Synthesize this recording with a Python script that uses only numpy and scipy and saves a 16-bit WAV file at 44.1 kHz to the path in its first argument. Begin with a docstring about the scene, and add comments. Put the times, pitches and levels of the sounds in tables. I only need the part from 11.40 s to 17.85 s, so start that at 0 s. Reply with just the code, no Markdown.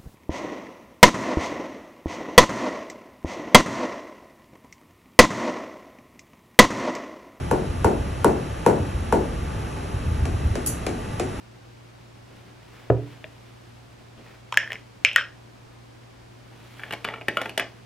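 """Faint mains hum and steady air noise in a small room; coat sleeves and skin rustle softly as grained noise.
A lotion bottle lands on a table with a dull knock: damped low table modes, then a tick of its rim.
The plastic lid of a glass cream jar clicks off and is laid on the table: damped modes, noise cracks, grainy tails.
Later it is scraped and twisted back on: stick-slip pushes ring the jar.
The sharpest clicks overload the close microphone: the sum is clipped."""
import sys
import numpy as np
from scipy import signal
from scipy.fft import rfft, irfft, next_fast_len
from scipy.io import wavfile
from scipy.ndimage import map_coordinates

SR = 44100
rng = np.random.default_rng(int(sys.argv[2]) if len(sys.argv) > 2 else 0)


def master_out(mix):
    """Clip the mix to full scale and print it as 16-bit PCM to the path in sys.argv[1]."""
    frames = np.transpose(np.atleast_2d(mix))
    ceiling = np.clip(frames, -1, 1)
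    pcm = np.round(ceiling * 32767).astype(np.int16)
    wavfile.write(sys.argv[1], SR, pcm)


N = 284557
AGE = np.arange(SR * 2 // 5) / SR  # time since a contact [s]


def amp(db):
    """Gain of a level in dB."""
    return np.exp(np.log(10) / 20 * np.asarray(db))


def unit(x):
    """x at rms 1."""
    return x / np.sqrt(np.mean(x ** 2) + 1e-20)


def along(points, hz):
    """Read (frequency [Hz], value) points on a log frequency axis."""
    point_hz, value = np.transpose(points)
    return np.interp(np.log(hz + 1), np.log(point_hz), value)


def fade(t60_s, t=AGE):
    """Exponential decay by 60 dB in t60_s."""
    return np.exp(-np.log(1000) * np.minimum(t / t60_s, 10))


def filtered(x, response):
    """x times a response of frequency [Hz]."""
    n = x.shape[-1]
    m = next_fast_len(n + 8192)
    spectrum = rfft(x, m) * response(np.fft.rfftfreq(m, 1 / SR))
    return irfft(spectrum, m)[..., :n]


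def noise(colour, side, size):
    """Stereo noise of rms 1: independent mid and side, shaped by colour and side-over-mid tables."""
    m = next_fast_len(size)
    hz = np.fft.rfftfreq(m, 1 / SR)
    gain = amp(along(colour, hz) + [0 * hz, along(side, hz)])
    mid, wide = irfft(rfft(rng.standard_normal((2, m))) * gain, m)[:, :size]
    return unit(np.array([mid + wide, mid - wide]))


def wobble(knots_per_s):
    """Smooth random curve through random knots."""
    step = 16
    at = np.arange(0, N + step, step)
    knots = rng.standard_normal(int(N * knots_per_s / SR) + 4)
    curve = map_coordinates(knots, [at * knots_per_s / SR])
    return np.interp(np.arange(N), at, curve)


def ring(modes, attack_s=0.00016):
    """Damped modes set going by one blow; neighbours swing in opposite senses."""
    swings = 0
    for k, (hz, db, t60_s) in enumerate(modes):
        swings = swings + (-1) ** k * amp(db) * fade(t60_s) * np.sin(2 * np.pi * hz * AGE)
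    return swings * (1 - np.exp(-AGE / attack_s))


def small_body(x, cut_hz):
    """A small object radiates little bass: second-order high-pass."""
    return signal.sosfilt(signal.butter(2, cut_hz, 'high', fs=SR, output='sos'), x)


def slips(length_s, slips_per_s=1800, first=1.0):
    """A first push and a fading run of stick-slip pushes of about the same size, of unit energy."""
    pushes = rng.standard_normal(len(AGE)) * (rng.random(len(AGE)) < slips_per_s / SR)
    pushes[0] = first
    force = pushes * np.exp(-2 * AGE / length_s)
    return force / np.linalg.norm(force)


def patter(body, length_s, pushes_per_s, sag_db):
    """Body rung by random pushes that weaken by sag_db over length_s; unit energy in all."""
    pushes = rng.standard_normal(len(AGE)) * (rng.random(len(AGE)) < pushes_per_s / SR)
    force = pushes * amp(-sag_db * AGE / length_s) * (AGE < length_s)
    return signal.fftconvolve(unit(force) / np.sqrt(len(AGE)), body)[:len(AGE)]


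# stereo width of wall echoes and contact noise: (frequency [Hz], side over mid [dB])
ROOM_WIDTH = [(120, -25.5), (400, -16), (1200, -20.5), (2500, -20), (4500, -4), (12000, -1.5)]
# reverberation: (frequency [Hz], t60 [s])
ROOM_DECAY = [(150, 0.45), (600, 0.29), (2000, 0.25), (5500, 0.31), (12000, 0.067)]
# relative spectrum of the wall echoes: (frequency [Hz], density [dB per Hz])
ROOM_SPECTRUM = [(100, -4.5), (250, 4.5), (600, 4), (1500, 1.5), (3300, -1.5), (5500, 1), (8000, -4.5),
                 (14000, -6)]


def in_room(x, room_db, delay_s=0.0018, lead_s=.000012):
    """A contact reaches the left port slightly first, then the walls answer with decaying noise."""
    hz, t, z = signal.stft(noise(ROOM_SPECTRUM, ROOM_WIDTH, len(AGE)), SR, nperseg=256)
    decaying = z * fade(along(ROOM_DECAY, hz)[:, None], t)
    tail = signal.istft(decaying, SR, nperseg=256)[1][:, :len(AGE)]
    tail = tail * np.clip(AGE / delay_s - 1, 0, 1)
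    answer = 0.5 * amp(room_db) * tail / np.linalg.norm(tail[0])
    m = next_fast_len(len(AGE) * 3 // 2)
    early = np.exp(1j * np.pi * lead_s * np.fft.rfftfreq(m, 1 / SR))  # half the lead per side
    heard = rfft(x, m) * [early, early.conj()] * (1 + rfft(answer, m))
    return irfft(heard, m)[:, :len(AGE)]


def add(track, start_s, x):
    """Mix x into the track at start_s, cut at the track's end."""
    part = track[:, round(start_s * SR):][:, :x.shape[1]]
    part += x[:, :part.shape[1]]


# relative spectrum of the air noise: (frequency [Hz], density [dB per Hz])
AIR_SPECTRUM = [(15, -29.5), (35, -8.5), (60, -4), (100, 3), (160, -1.5), (290, -2.5), (450, -8.5),
                (800, -8.5), (2000, -17), (5000, -20.5), (10000, -30.5), (14000, -38.5), (16000, -53)]
# its stereo width: (frequency [Hz], side over mid [dB])
AIR_WIDTH = [(60, -16.5), (150, -3.5), (380, 4.5), (950, 1.5), (2380, 0.5), (5980, -3.5), (15000, -7.5)]
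# mains hum partials, level before waver: (frequency [Hz], level [dB rms])
HUM_PARTIALS = [(59.2, -63.5), (118.4, -52.5), (355.3, -69)]
HUM_WAVER_DB = .8


def room_tone(air_db=-50.5):
    """Steady air noise and mains hum of sines wavering slightly in level and phase."""
    t = np.arange(N) / SR
    hum = 0
    for hz, db in HUM_PARTIALS:
        level = amp(db + HUM_WAVER_DB * wobble(2.6)) * np.sqrt(2)  # rms to peak
        hum = hum + level * np.sin(2 * np.pi * hz * t + 0.12 * wobble(1.4))
    return hum + amp(air_db) * noise(AIR_SPECTRUM, AIR_WIDTH, N)


# arm and hand movements: (time of top speed [s], half-width [s], sleeve level [dB], skin level [dB])
MOVEMENTS = [(1.0, 0.085, -61.5, -65), (1.39, 0.13, -52, -67.5), (1.7, 0.071, -53, -68),
             (2.0, .45, -62.5, -66), (2.905, .05, -51, -80), (3.299, .1, -57, -66), (5.45, .22, -52, -58),
             (6.02, 0.068, -59, -51.5), (6.35, 0.21, -60, -71)]
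# relative spectrum of sleeve rub: (frequency [Hz], density [dB per Hz])
SLEEVE_SPECTRUM = [(100, -1), (300, 2.5), (800, -2.5), (2400, -3), (3400, -10), (5000, -17.5),
                   (10000, -27.5)]
# relative spectrum of skin rub, thread grit and bottle tick: (frequency [Hz], density [dB per Hz])
GRIT_SPECTRUM = [(500, -27.5), (3000, 17.5), (5000, 1.5), (8000, -2), (10500, 1.5), (13000, -1.5),
                 (16000, -20.5)]
STILL_DB = -60.5  # sleeves between movements


def rustle(grain_db=1.5):
    """Wool and skin rub in uneven grains; noise swells and fades with each movement of the hands."""
    t = np.arange(N) / SR
    sleeve, skin = amp(STILL_DB), 0
    for peak_s, width_s, sleeve_db, skin_db in MOVEMENTS:
        speed = np.exp(-((t - peak_s) / width_s) ** 2 / 2)
        sleeve = np.hypot(sleeve, amp(sleeve_db) * speed)
        skin = np.hypot(skin, amp(skin_db) * speed)
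    grains = unit(amp(grain_db * wobble(300) + wobble(40)))
    sleeve_rub = sleeve * noise(SLEEVE_SPECTRUM, ROOM_WIDTH, N)
    skin_rub = skin * noise(GRIT_SPECTRUM, ROOM_WIDTH, N)
    return grains * (sleeve_rub + skin_rub)


# touches on the palm, level before the envelope: (time [s], level [dB])
PALM_TOUCHES = [(0.9, -41), (1.06, -40), (2.765, -37)]
# relative spectrum of a touch: (frequency [Hz], density [dB per Hz])
PALM_SPECTRUM = [(100, -16), (200, -8), (300, -6.5), (420, -10.5), (900, -22), (3000, -24.5), (8000, -52.5)]


def palms(rise_s=.03, t60_s=.25):
    """A touch on the palm: a dull noise puff with no ring."""
    out = np.zeros((2, N))
    for start_s, db in PALM_TOUCHES:
        envelope = (1 - np.exp(-AGE / rise_s)) * fade(t60_s)
        add(out, start_s, amp(db) * envelope * noise(PALM_SPECTRUM, ROOM_WIDTH, len(AGE)))
    return out


# bottle lands, then settles as the hand lets go: (time [s], level [dB], rim against table modes [dB])
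BOTTLE_CONTACTS = [(1.501, 0.5, -30), (1.842, -32, 9)]
# table under the bottle: (frequency [Hz], level [dB], t60 [s])
TABLE_MODES = [(74, -25, 0.26), (118.4, -14.5, 0.29), (143.7, -31, 0.58), (172, -30.5, 0.23),
               (268.4, -34, 0.36), (288, -23, 0.41), (360, -28, 0.13), (393, -29, 0.29), (435, -3.5, 0.033),
               (540, -11, 0.042), (644, -0.8, 0.015), (707, -27, 0.16), (956, -40, 0.24),
               (1270, -19, 0.016), (1430, -31, 0.055), (1710, -17, 0.0093)]
# hollow bottle body and stiff bottom rim: (frequency [Hz], level [dB], t60 [s])
RIM_MODES = [(633, -16.5, 0.11), (1800, 0.5, 0.0073), (2440, -5, 0.015), (2750, -8.5, 0.019),
             (3430, -2.5, 0.0054)]
# stereo lean of the bottle's knock and tick, bass to the right, middle and treble to the left:
# (frequency [Hz], left minus right [dB])
BOTTLE_LEAN = [(150, -6), (450, 2.5), (1200, 2)]


def bottle(tick_db=-44):
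    """The full bottle lands softly, so mostly low table modes ring; its rim ticks as it settles."""
    out = np.zeros((2, N))
    for start_s, db, rim_db in BOTTLE_CONTACTS:
        thud = ring(TABLE_MODES, attack_s=0.0009) + amp(rim_db) * ring(RIM_MODES, attack_s=0.00051)
        tick = amp(tick_db) * fade(0.019) * noise(GRIT_SPECTRUM, ROOM_WIDTH, len(AGE))
        add(out, start_s, amp(db) * in_room(thud + tick, room_db=-7.5))
    halves = np.array([[1], [-1]]) / 2
    return filtered(out, lambda hz: amp(along(BOTTLE_LEAN, hz) * halves))


# lid catches on the thread, relative levels:
# (time [s], level [dB], pitch [Hz], hollow [dB], grit [dB])
THREAD_CATCHES = [(5.395, -32.5, 1650, -6, -10), (5.4346, -26, 1700, -6, -13),
                  (5.5082, -20, 2830, -1, -9.5), (5.524, -25.5, 2300, -10, 3.5), (5.5343, -24, 2320, 3, 1),
                  (5.6447, -23, 2380, 3, 2.5), (5.6489, -13, 2990, -2.5, -13), (5.6762, -28, 1700, 11, -12),
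                  (5.687, -21, 1980, 4.5, -14), (5.739, -22.5, 1320, 5, -18.5),
                  (5.812, -30.5, 2350, 9.5, -13), (5.883, -15.5, 1870, 9, 2), (5.9706, -9.5, 1390, -1, -8),
                  (6.015, -21.5, 2100, 12, 2.5), (6.0575, -20.5, 1690, 5.5, -10),
                  (6.094, -28.5, 2490, 8, 3), (6.1765, -18.5, 2130, 11, 11.5), (6.1965, -14.5, 1970, -6, 0)]
# lid drags along the thread: (time [s], length [s], level [dB])
THREAD_TURNS = [(3.222, .02, -30.5), (3.291, 0.057, -26.5), (5.402, 0.16, -29), (5.526, 0.016, -21),
                (5.701, 0.087, -25), (5.975, 0.062, -25), (6.185, .045, -19.5)]
# lid seated on the hand-held jar: (frequency [Hz], level [dB], t60 [s])
JAR_MODES = [(1865, 3.5, 0.0049), (1042, -12, 0.014), (2240, -8, 0.017), (2930, -5.5, 0.011),
             (3366, -11, 0.02), (4730, -39, 0.0073)]
# air shut in by the lid: (frequency [Hz], level [dB], t60 [s])
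HOLLOW_MODES = [(241, -18.5, 0.023), (421, -15, 0.021), (660, -10.5, 0.014), (885, -20, 0.026)]
CATCH_S, CATCH_SOFT_DB = 0.004, 27  # length at table level 0 dB; this much softer lasts twice as long
JAR_DB = -1.5  # jar modes against the catch's main mode
DRAG_PER_S, DRAG_HOLLOW_DB = 700, 10  # slip rate; hollow against jar


def thread(grit_db=-9.5, level_db=2, left_db=0.4):
    """The lid drags on the thread; each catch is a slip run ringing jar and hollow, with a spit of grit."""
    out = np.zeros((2, N))
    jar, hollow = ring(JAR_MODES), ring(HOLLOW_MODES)
    for start_s, db, hz, hollow_db, high_db in THREAD_CATCHES:
        length_s = CATCH_S * 2 ** (-db / CATCH_SOFT_DB)
        swell = (1 - np.exp(-AGE / .0005)) * np.exp(-2 * AGE / length_s)
        body = ring([(hz, 0, .012)]) + amp(JAR_DB) * jar + amp(hollow_db) * hollow
        scrape = signal.fftconvolve(slips(length_s), body)[:len(AGE)]
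        grit = amp(grit_db + high_db) * swell * noise(GRIT_SPECTRUM, ROOM_WIDTH, len(AGE))
        contact = small_body(scrape + grit, cut_hz=64)
        add(out, start_s, amp(db + level_db) * in_room(contact, room_db=-4, lead_s=.000022))
    body = small_body(jar + amp(DRAG_HOLLOW_DB) * hollow, cut_hz=204)
    for start_s, length_s, db in THREAD_TURNS:
        drag = patter(body, length_s, DRAG_PER_S, sag_db=2.5)
        add(out, start_s, amp(db) * in_room(drag, room_db=-5.5, lead_s=.000022))
    return out * amp([[left_db / 2], [-left_db / 2]])


# grainy pitched tails after clicks: (time [s], length [s], level [dB], pitch [Hz])
CLICK_TAILS = [(3.2, 0.14, -28, 1760), (3.665, 0.18, -7.5, 2600), (3.771, 0.049, -7.5, 1520)]
# lid's upper modes and the hollow of hand or table behind it: (frequency [Hz], level [dB], t60 [s])
LID_MODES = [(593, -10.5, 0.015), (1288, -24.5, 0.0013), (1900, -10, 0.006), (2700, 4.5, 0.0043),
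             (2770, -11.5, 0.027), (3140, -2, 0.0088), (7830, -26, .006)]
GRAINS_PER_S, TAIL_UPPER_DB = 760, -5.5  # grain rate; upper modes against the main one
GRAIN_T60_S = .009  # main mode of a grain
TAP_ROOM_DB = -5.5  # room's answer to taps and tails


def click_tails(sag_db=11):
    """Grainy pitched tail after a click: faint lid bounces mixed with the room's answer."""
    out = np.zeros((2, N))
    for start_s, length_s, db, hz in CLICK_TAILS:
        lid = ring([(hz, 0, GRAIN_T60_S)]) + amp(TAIL_UPPER_DB) * ring(LID_MODES)
        grains = patter(small_body(lid, cut_hz=900), length_s, GRAINS_PER_S, sag_db)
        add(out, start_s, amp(db) * in_room(grains, TAP_ROOM_DB, lead_s=.00002))
    return out


# hard taps of lid, nails and jar: (time [s], level [dB], pitch [Hz], t60 [s], hardness [dB])
HARD_TAPS = [(3.1239, -17.5, 1280, .014, -1), (3.1255, -15.5, 980, 0.02, 2.5),
             (3.1425, -17.5, 1560, 0.0093, -0.5), (3.1733, -0.5, 1718, .022, 0.5),
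             (3.2142, -23.5, 1700, 0.023, -14), (3.2756, -24.5, 1780, 0.018, -12),
             (3.3047, -21.5, 1810, 0.025, -6), (3.3199, -17, 1830, .008, -1.5),
             (3.3314, -30, 1980, .02, 9.5), (3.3558, -22, 2150, 0.01, -13.5),
             (3.649, 11, 2360, 0.0046, -13), (3.6514, -7.5, 2290, .03, -7.5),
             (3.659, -9.5, 2750, .022, -8.5), (3.732, -38.5, 2340, 0.013, 16.5),
             (3.761, -5, 1870, 0.033, 5.5), (3.762, -4.5, 1420, 0.015, -2), (3.784, -9, 1630, 0.02, -12.5)]
# relative spectrum of a hard contact: (frequency [Hz], density [dB per Hz])
CRACK_SPECTRUM = [(300, -33.5), (2000, 22), (4500, -7.5), (7400, 2), (9300, -12.5), (10800, -14),
                  (14000, -22), (16000, -39)]
# relative spectrum of a thin glassy sheen: (frequency [Hz], density [dB per Hz])
GLASS_SPECTRUM = [(3500, -38), (4900, -18.5), (5200, -0.5), (5330, 2), (5480, -5.5), (5900, -13.5),
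                  (8000, -24.5), (12000, -31), (15000, -40.5)]
UPPER_DB, CRACK_DB, GLASS_DB = -6, -4.5, -37  # against the main mode, at hardness 0 dB


def taps(crack_t60_s=0.0029, glass_t60_s=0.16):
    """Grip and contact point set the main mode; a harder edge adds upper modes, crack and glassy sheen."""
    out = np.zeros((2, N))
    lid = ring(LID_MODES)
    for start_s, db, hz, t60_s, hard_db in HARD_TAPS:
        body = ring([(hz, 0, t60_s)]) + amp(UPPER_DB + hard_db) * lid
        crack_noise = noise(CRACK_SPECTRUM, [(1000, -13)], len(AGE))  # -13 dB side at all frequencies
        crack = amp(CRACK_DB + hard_db) * fade(crack_t60_s) * crack_noise
        glass_noise = noise(GLASS_SPECTRUM, ROOM_WIDTH, len(AGE))
        sheen = amp(GLASS_DB + hard_db) * fade(glass_t60_s) * glass_noise
        contact = small_body(body + crack, cut_hz=760) + sheen
        add(out, start_s, amp(db) * in_room(contact, TAP_ROOM_DB, lead_s=.00002))
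    return out


def scene():
    """All sources at the microphone."""
    return room_tone() + rustle() + palms() + bottle() + thread() + click_tails() + taps()


TOP_HZ = 16300


def record(dry):
    """The recorder clips at full scale and keeps nothing above its band limit."""
    return filtered(np.clip(dry, -1, 1), lambda hz: hz < TOP_HZ)


dry = scene()
out = record(dry)
master_out(out)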